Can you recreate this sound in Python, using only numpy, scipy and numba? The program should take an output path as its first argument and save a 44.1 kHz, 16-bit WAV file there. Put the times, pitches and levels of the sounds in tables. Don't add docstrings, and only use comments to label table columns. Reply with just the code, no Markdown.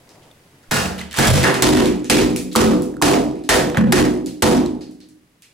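import sys
import numpy as np
from scipy import signal
from scipy.fft import rfft, irfft
from scipy.io import wavfile
from scipy.ndimage import uniform_filter1d
from numba import njit

SR = 44100
rng = np.random.default_rng(int(sys.argv[2]) if len(sys.argv) > 2 else 0)


def boost(x):
    u = np.asarray(x, float) / 20
    return 10 ** u


def to_wav(s):
    ch = np.atleast_2d(s).T
    pcm = np.round(np.clip(ch, -1, 1) * 32767)
    wavfile.write(sys.argv[1], SR, pcm.astype(np.int16))


N = 243873
T = np.arange(N) / SR
SPOTS = 4


def on_log(hz, table, column=1):
    table = np.array(table, float)
    return np.interp(np.log(hz + 1), np.log(table[:, 0] + 1), table[:, column])


def unit(x):
    return x / np.sqrt(np.mean(x ** 2))


def cut(x, hz, kind, order=2):
    return signal.sosfilt(signal.butter(order, hz, kind, fs=SR, output="sos"), x)


def around(x, hz, width):
    return cut(x, [(1 - width) * hz, (1 + width) * hz], "band", order=1)


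def add(track, s, x):
    i = int(s * SR)
    x = x[..., :N - i]
    track[..., i:i + x.shape[-1]] += x


def feed(track, k, s, direct, send):
    add(track[0], s, direct)
    add(track[1 + k % SPOTS], s, send)


# (frequency [Hz], density [dB per Hz])
HISS_SPECTRUM = [(25, -10), (60, -9), (130, 1), (250, -7), (400, -8.5), (700, -15), (2000, -16),
                 (5000, -23), (11000, -25.5), (15000, -34.5), (16500, -26)]


def camera(tick_hz=4800, overtone_hz=2013, tick_db=-53, weak_db=-5, hiss_db=-52.5, duck_db=-7):
    hz = np.fft.rfftfreq(N, 1 / SR)
    like = on_log(hz, [(60, 1.0), (300, 0.94), (700, .5), (1400, 0.046), (4000, 0.11), (8000, 0.21),
                       (15000, 0.86)])
    noise = rfft(rng.standard_normal((2, N))) * boost(on_log(hz, HISS_SPECTRUM))
    mid, side = noise * np.sqrt([1 + like, 1 - like])
    hiss = boost(hiss_db) * irfft(np.array([mid + side, mid - side]), N) / np.std(irfft(mid, N))

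    ticks, t = np.zeros(N), T[:1024]
    for k, s in enumerate(np.arange(.035, N / SR, .04)):
        ring = np.sin(2 * np.pi * tick_hz * t) + 0.79 * np.sin(2 * np.pi * overtone_hz * t)
        level_db = tick_db + weak_db * (1 - k % 2) + 1.5 * rng.standard_normal()
        add(ticks, s, boost(level_db) * ring * np.exp(-t / .004))
    ticks = ticks * boost(-3.0 * (T > 1))
    return (hiss + ticks) * boost(duck_db * (T > BLOWS[0][0]))


# (time [s], level [dB])
RUSTLE_LEVEL = [
    (0.0, -60),
    (.058, -57),
    (.102, -51),
    (.3, -53.5),
    (.35, -60),
    (.62, -63),
    (.69, -59.5),
]


def rustle(treble_db=-11, puff_db=-41):
    s, db = np.transpose(RUSTLE_LEVEL)
    steps = np.repeat(rng.standard_normal(N // 256 + 1), 256)[:N]
    grain = boost(1.9 * uniform_filter1d(steps, 256))
    noise = rng.standard_normal((3, N))
    low = unit(cut(noise[0] + 0.53 * noise[1:], [250, 800], "band"))
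    high = unit(cut(noise[1:], [1200, 11000], "band")) * boost(treble_db)
    puff = boost(puff_db) * np.sin(np.pi * np.clip((T - .675) / 0.047, 0, 1)) ** 2
    return (low + high) * grain * boost(np.interp(T, s, db, right=-120)) + puff


# (frequency [Hz], level [dB], T60 [s], left-right likeness [0-1])
ROOM_BANDS = [(200, 6, 0.99, .95), (400, 5, 0.8, 1), (825, 2, 0.58, 0.1), (1660, 2.5, 0.4, 0.56),
              (3240, -3.5, 0.4, 0.54), (5460, -4.5, 0.4, 0.12), (10400, -8.5, 0.32, 0.9),
              (13400, -21.5, 0.42, 1), (18400, -31.5, 0.27, 1)]


def room(track, build_s=0.0029, near_hz=11000, spread=0.13, tail_db=-27):
    t = T[:SR]
    hz = np.fft.rfftfreq(SR, 1 / SR)
    mid, side = rfft(rng.standard_normal((2, SPOTS, SR)))
    tail = np.zeros((2, SPOTS, SR))
    for centre_hz in 150 * 2 ** (np.arange(14) / 2):
        mask = np.cos(np.pi * np.clip(np.log2(hz / centre_hz + 1e-9), -.5, .5)) ** 2
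        like = np.clip(on_log(centre_hz, ROOM_BANDS, column=3), 0, 1)
        m = irfft(mid * mask) * np.sqrt(1 + like)
        s = irfft(side * mask) * np.sqrt(1 - like)
        t60_s = on_log(centre_hz, ROOM_BANDS, column=2)
        tail += np.array([m + s, m - s]) * boost(on_log(centre_hz, ROOM_BANDS) - 60 * t / t60_s)
    tail *= boost(tail_db) * (1 - np.exp(-t / build_s))
    near = spread * rng.standard_normal((2, 24))
    near[:, 0] = 1
    direct = signal.fftconvolve(cut(track[:1], near_hz, "low"), near, axes=1)[:, :N]
    echoes = signal.fftconvolve(track[None, 1:], tail, axes=2)[..., :N].sum(axis=1)
    return direct + echoes


# (time [s], peak [dB], pitch [Hz], bright part [dB])
SAUCE_SPLASHES = [(.092, -35, 4900, -4), (1.111, -18.5, 3060, -10.5), (1.431, -3, 2030, -10.5),
                  (1.8575, -11, 2340, -4.5), (2.0446, -19.5, 5950, -9), (2.3616, -20.5, 2500, 12),
                  (2.5301, -34, 1880, 13), (2.8209, -37.5, 2350, 18), (3.4384, -31.5, 4170, -1),
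                  (4.111, -36.5, 2090, -8.5), (4.2609, -23.5, 4200, 4), (4.5696, -20, 2050, -9),
                  (4.911, -47, 4240, 9), (5.0881, -54, 5290, 16.5), (5.4217, -33.5, 2580, 2)]
# (time [s], peak [dB], pitch [Hz], extra room [dB])
CRUMB_TICKS = [(.2213, -48, 3060, 5.5), (.6297, -46, 1600, 4), (.9802, -24, 3000, 2),
               (1.129, -17.5, 1850, -5), (1.3278, -25, 2420, 15), (1.4386, -12, 1830, 6.5),
               (1.72, -9.5, 2050, 3.5), (2.4814, -46, 2610, 3), (2.5154, -33.5, 4070, 8.5),
               (3.356, -37.5, 2360, 1), (3.7, -19, 2020, -14), (4.5904, -38, 2350, -9),
               (4.6615, -23, 3900, -11), (4.809, -37, 4410, 7), (5.004, -38, 4260, 1.5)]
# (time [s], peak [dB], pitch [Hz])
LUMP_PLOPS = [
    (.987, -29, 1700),
    (1.1413, -24.5, 2330),
    (1.5421, -17, 2055),
    (1.761, -11, 2680),
    (3.9103, -40.5, 1830),
    (4.0774, -41.5, 1960),
]


def crumbs(gain_db=13, wet_db=4, ring_width=0.1):
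    out, t = np.zeros((1 + SPOTS, N)), T[:512]
    # (s, peak dB, Hz, dull dB, bright dB, room dB, ring dB)
    splashes = [(s, db, hz, -34, bright_db, 1.5, -1) for s, db, hz, bright_db in SAUCE_SPLASHES]
    ticks = [(s, db, hz, -16, -5.5, room_db, 8) for s, db, hz, room_db in CRUMB_TICKS]
    plops = [(s, db, hz, 18.5, 4, 2.5, -1.5) for s, db, hz in LUMP_PLOPS]
    for k, (s, db, hz, dull_db, bright_db, room_db, ring_db) in enumerate(splashes + ticks + plops):
        click = rng.standard_normal(len(t)) * np.exp(-t / 0.00081)
        push = boost(wet_db + room_db) * (t == 0)
        click = cut(np.array([click / np.linalg.norm(click), push]), 1000, "high")
        dull = boost(dull_db - 9) * cut(click, 3100, "low")
        middle = cut(cut(click, 3800, "low"), 2840, "high")
        ring = boost(ring_db) * around(click, hz, ring_width)
        bright = boost(bright_db) * cut(click, 6700, "high")
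        feed(out, k, s, *boost(db + gain_db) * (dull + middle + ring - bright))
    return out


# (time [s], peak [dB], pitch [Hz], rise [s])
FINGER_TAPS = [(.3125, -43.5, 3560, 0.0016), (.855, -20, 2650, 0.0033), (.992, -25.5, 3970, 0.001),
               (1.012, -24.5, 2040, 0.0023), (1.4385, -4, 2210, .0004), (2.3615, -15.5, 2520, 0.00071),
               (2.5525, -10.5, 1200, 0.0013), (2.94, -41, 1700, .001), (2.967, -34, 1390, 0.0013),
               (3.0155, -11.5, 990, 0.0015), (3.139, -4, 2430, 0.00043), (3.7715, -11.5, 1810, 0.00097),
               (4.5765, -24, 3020, 0.00061)]


def taps(rough=0.64, wet_db=-15):
    out, t = np.zeros((1 + SPOTS, N)), T[:2048]
    for k, (s, db, hz, rise_s) in enumerate(FINGER_TAPS):
        ripple = 1 + rough * rng.standard_normal(len(t))
        swell = (t / rise_s) ** 2 * np.exp(2 - 2 * t / rise_s)
        pop = boost(db) * np.sin(2 * np.pi * hz * t) * ripple * swell
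        feed(out, k, s, pop, boost(wet_db) * pop)
    return out


# (frequency [Hz], level [dB], T60 [s])
ROOM_MODES = [(30, -30.5, .3), (50, -1.5, 0.75), (75, -8.5, 0.93), (90.8, 1, 0.5), (111.5, -10.5, 0.68),
              (135, 3, 0.72), (158, -6, 0.44), (184.3, -4, 1), (223, -0.5, 0.69), (241.5, -4, 0.81),
              (259.3, -7, 1), (299, -6.5, 1), (309.5, -5.5, 0.94), (357, -4, 0.82), (390, -2, 0.74),
              (420, -11, 0.92), (494, -2.5, 0.74), (493, 1, 0.68), (542, 0, 0.63), (574, -3.5, 0.2)]
# (time [s], level [dB], centre [Hz], reach [octaves])
BOARD_THUDS = [(.713, -7, 179.7, 0.29), (.76, -8, 75, .28), (1.182, -6, 200, 0.99), (1.27, 2.5, 106, 0.7),
               (1.442, -6.5, 420, 0.28), (1.623, 11.5, 294, 0.58), (2.098, 4, 289, 0.64),
               (2.36, -27, 308, 0.36), (2.559, 6, 311, 0.73), (3.022, 4.5, 327, 0.46),
               (3.049, 1, 390, 0.056), (3.49, -3.5, 338, 1), (3.749, -21.5, 400, 0.62),
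               (3.772, 8, 209, 0.24), (3.774, -4, 132, 0.23), (3.923, 5, 309, 0.47),
               (4.4241, 4.5, 290, 0.56)]


def boom(scatter_db=0.5, gain_db=-9, skew=0.21, swell_cycles=2.48, wobble_db=4.5, drift_rad=1.0):
    out, t = np.zeros((2, N)), T[:SR]
    hz, db, t60_s = np.transpose(ROOM_MODES)
    for s, thud_db, centre_hz, reach_oct in BOARD_THUDS:
        far_db = -8 - 3 / reach_oct
        swell_s = swell_cycles / centre_hz
        chance = rng.standard_normal((5, len(hz)))
        near_db = np.maximum(-6 * (np.log2(hz / centre_hz) / reach_oct) ** 2, far_db)
        size = boost(gain_db + thud_db + db + near_db + scatter_db * chance[0])
        steps = np.repeat(rng.standard_normal((2, len(hz), 23)), SR // 22, axis=2)[..., :SR]
        waver = uniform_filter1d(steps, SR // 22)
        cycles = np.outer(hz * (1 + 0.0042 * chance[1]), t) + chance[2][:, None]
        turn = 2j * np.pi * cycles + 1j * drift_rad * waver[1]
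        fade = boost(wobble_db * waver[0] - 60 * t / t60_s[:, None])
        rings = np.exp(turn) * fade * (1 - np.exp(-t / swell_s))
        lean = np.exp(skew * (.5 * chance[3] + 1j * chance[4]) / 2)
        add(out, s, (np.array([size * lean, size / lean]) @ rings).imag)
    return out


# (time [s], crack [dB], treble [dB], squash decay [s], pitch of air under the palm [Hz])
BLOWS = [(.710, -5, 3.5, 0.061, 1620), (1.163, -12.5, 5, 0.09, 3300), (1.185, 0, 0, 0.056, 1620),
         (1.27, -6.5, 6, 0.077, 600), (1.44, 4.5, -6, 0.02, 1590), (1.623, 12, 7, 0.0034, 980),
         (2.098, 5, 8.5, 0.0081, 2540), (2.559, 8.5, 3.5, 0.0096, 1200), (3.022, 10, 3, 0.0064, 726),
         (3.49, 8.5, 3.5, 0.0057, 1840), (3.745, -12, -17, 0.014, 704), (3.771, -5, -8, 0.0013, 1580),
         (3.922, 6.5, 3, 0.0079, 1920), (4.422, 7.5, 2.5, 0.0034, 866)]


def slaps(squash_db=-16, spray_db=-31.5, soft_db=6, near_db=-12, push_db=14, spray_wet_db=-2,
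          linger_db=-29.5, body_db=6, palm_db=2, palm_width=0.11):
    out, t = np.zeros((1 + SPOTS, N)), T[:SR // 2]
    for k, (s, crack_db, treble_db, squash_s, palm_hz) in enumerate(BLOWS):
        direct_db = min(-8.5 - 1.8 * treble_db, -7) - 0.21 * crack_db
        noise, size, land = rng.standard_normal(len(t)), rng.exponential(1, len(t)), rng.random(len(t))
        size = np.minimum(size, 3)
        crack = noise * np.exp(-t / 0.0025) * (1 - np.exp(-t / 0.00031))
        squash = boost(squash_db) * noise * np.exp(-t / squash_s)
        grain = boost(6.9 * np.repeat(size, 64)[:len(t)])

        bits = np.convolve(boost(size) * (land < .003), np.exp(-T[:64] / 0.00043))[:len(t)]
        spray = boost(spray_db) * cut(bits * noise[::-1], [1800, 11000], "band")
        spray = spray * (np.exp(-(t / 0.18) ** 2) + boost(linger_db))

        near = boost(near_db) * (boost(direct_db) * crack + squash * grain)
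        send = boost(soft_db) * squash * (1 - np.exp(-t / 0.025)) + boost(push_db) * (t == 0)
        blow = np.array([near, send])
        low = cut(blow, 3000, "low")
        body = (boost(body_db) - 1) * cut(blow, [620, 980], "band", order=1)
        palm = boost(palm_db) * around(blow, palm_hz, palm_width)
        treble = boost(treble_db) * (blow - low + np.outer([1, boost(spray_wet_db)], spray))
        feed(out, k, s, *boost(crack_db) * (low + palm + body + treble))
    return out


# (frequency [Hz], left phase lead [rad])
PORT_LEAD = [(0, 0.76), (260, -0.83), (600, -1.33), (1550, 0.85), (3190, 0.34), (5860, -1.1), (6980, 0.64),
             (9730, 0.94), (12100, 1), (16500, 0.0)]
# (frequency [Hz], left minus right [dB])
PORT_LEVEL = [(60, -1), (110, 0), (200, -1), (380, -1), (700, -3.5), (1290, -2.5), (2380, -1), (4400, -1),
              (8120, -1), (15000, 0.5)]


def scene():
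    air = rfft(room(slaps() + taps() + crumbs()) + boom())
    hz = np.fft.rfftfreq(N, 1 / SR)
    half = boost(on_log(hz, PORT_LEVEL) / 2) * np.exp(.5j * on_log(hz, PORT_LEAD))
    return irfft(air * np.array([half, 1 / half]), N) + rustle() + camera()


@njit
def limiter(peak, top, attack, release):
    gain, e = np.empty(len(peak)), 0.
    for i in range(len(peak)):
        e += (peak[i] - e) * (attack if peak[i] > e else release)
        gain[i] = top / max(e, top)
    return gain


def roll_off(x):
    return signal.sosfilt(signal.butter(12, 17000, fs=SR, output="sos"), x)


def record(dry, limit_db=-8.5, attack_s=.0011, release_s=0.0035, top_hz=15800):
    peak = np.abs(dry).max(axis=0)
    gain = limiter(peak, boost(limit_db), 1 / (attack_s * SR), 1 / (release_s * SR))
    held = np.tanh(dry * gain) / 1.068
    held = signal.sosfilt(signal.ellip(8, .2, 60, top_hz, fs=SR, output="sos"), held)
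    return roll_off(held)


dry = scene()
out = record(dry)
to_wav(out)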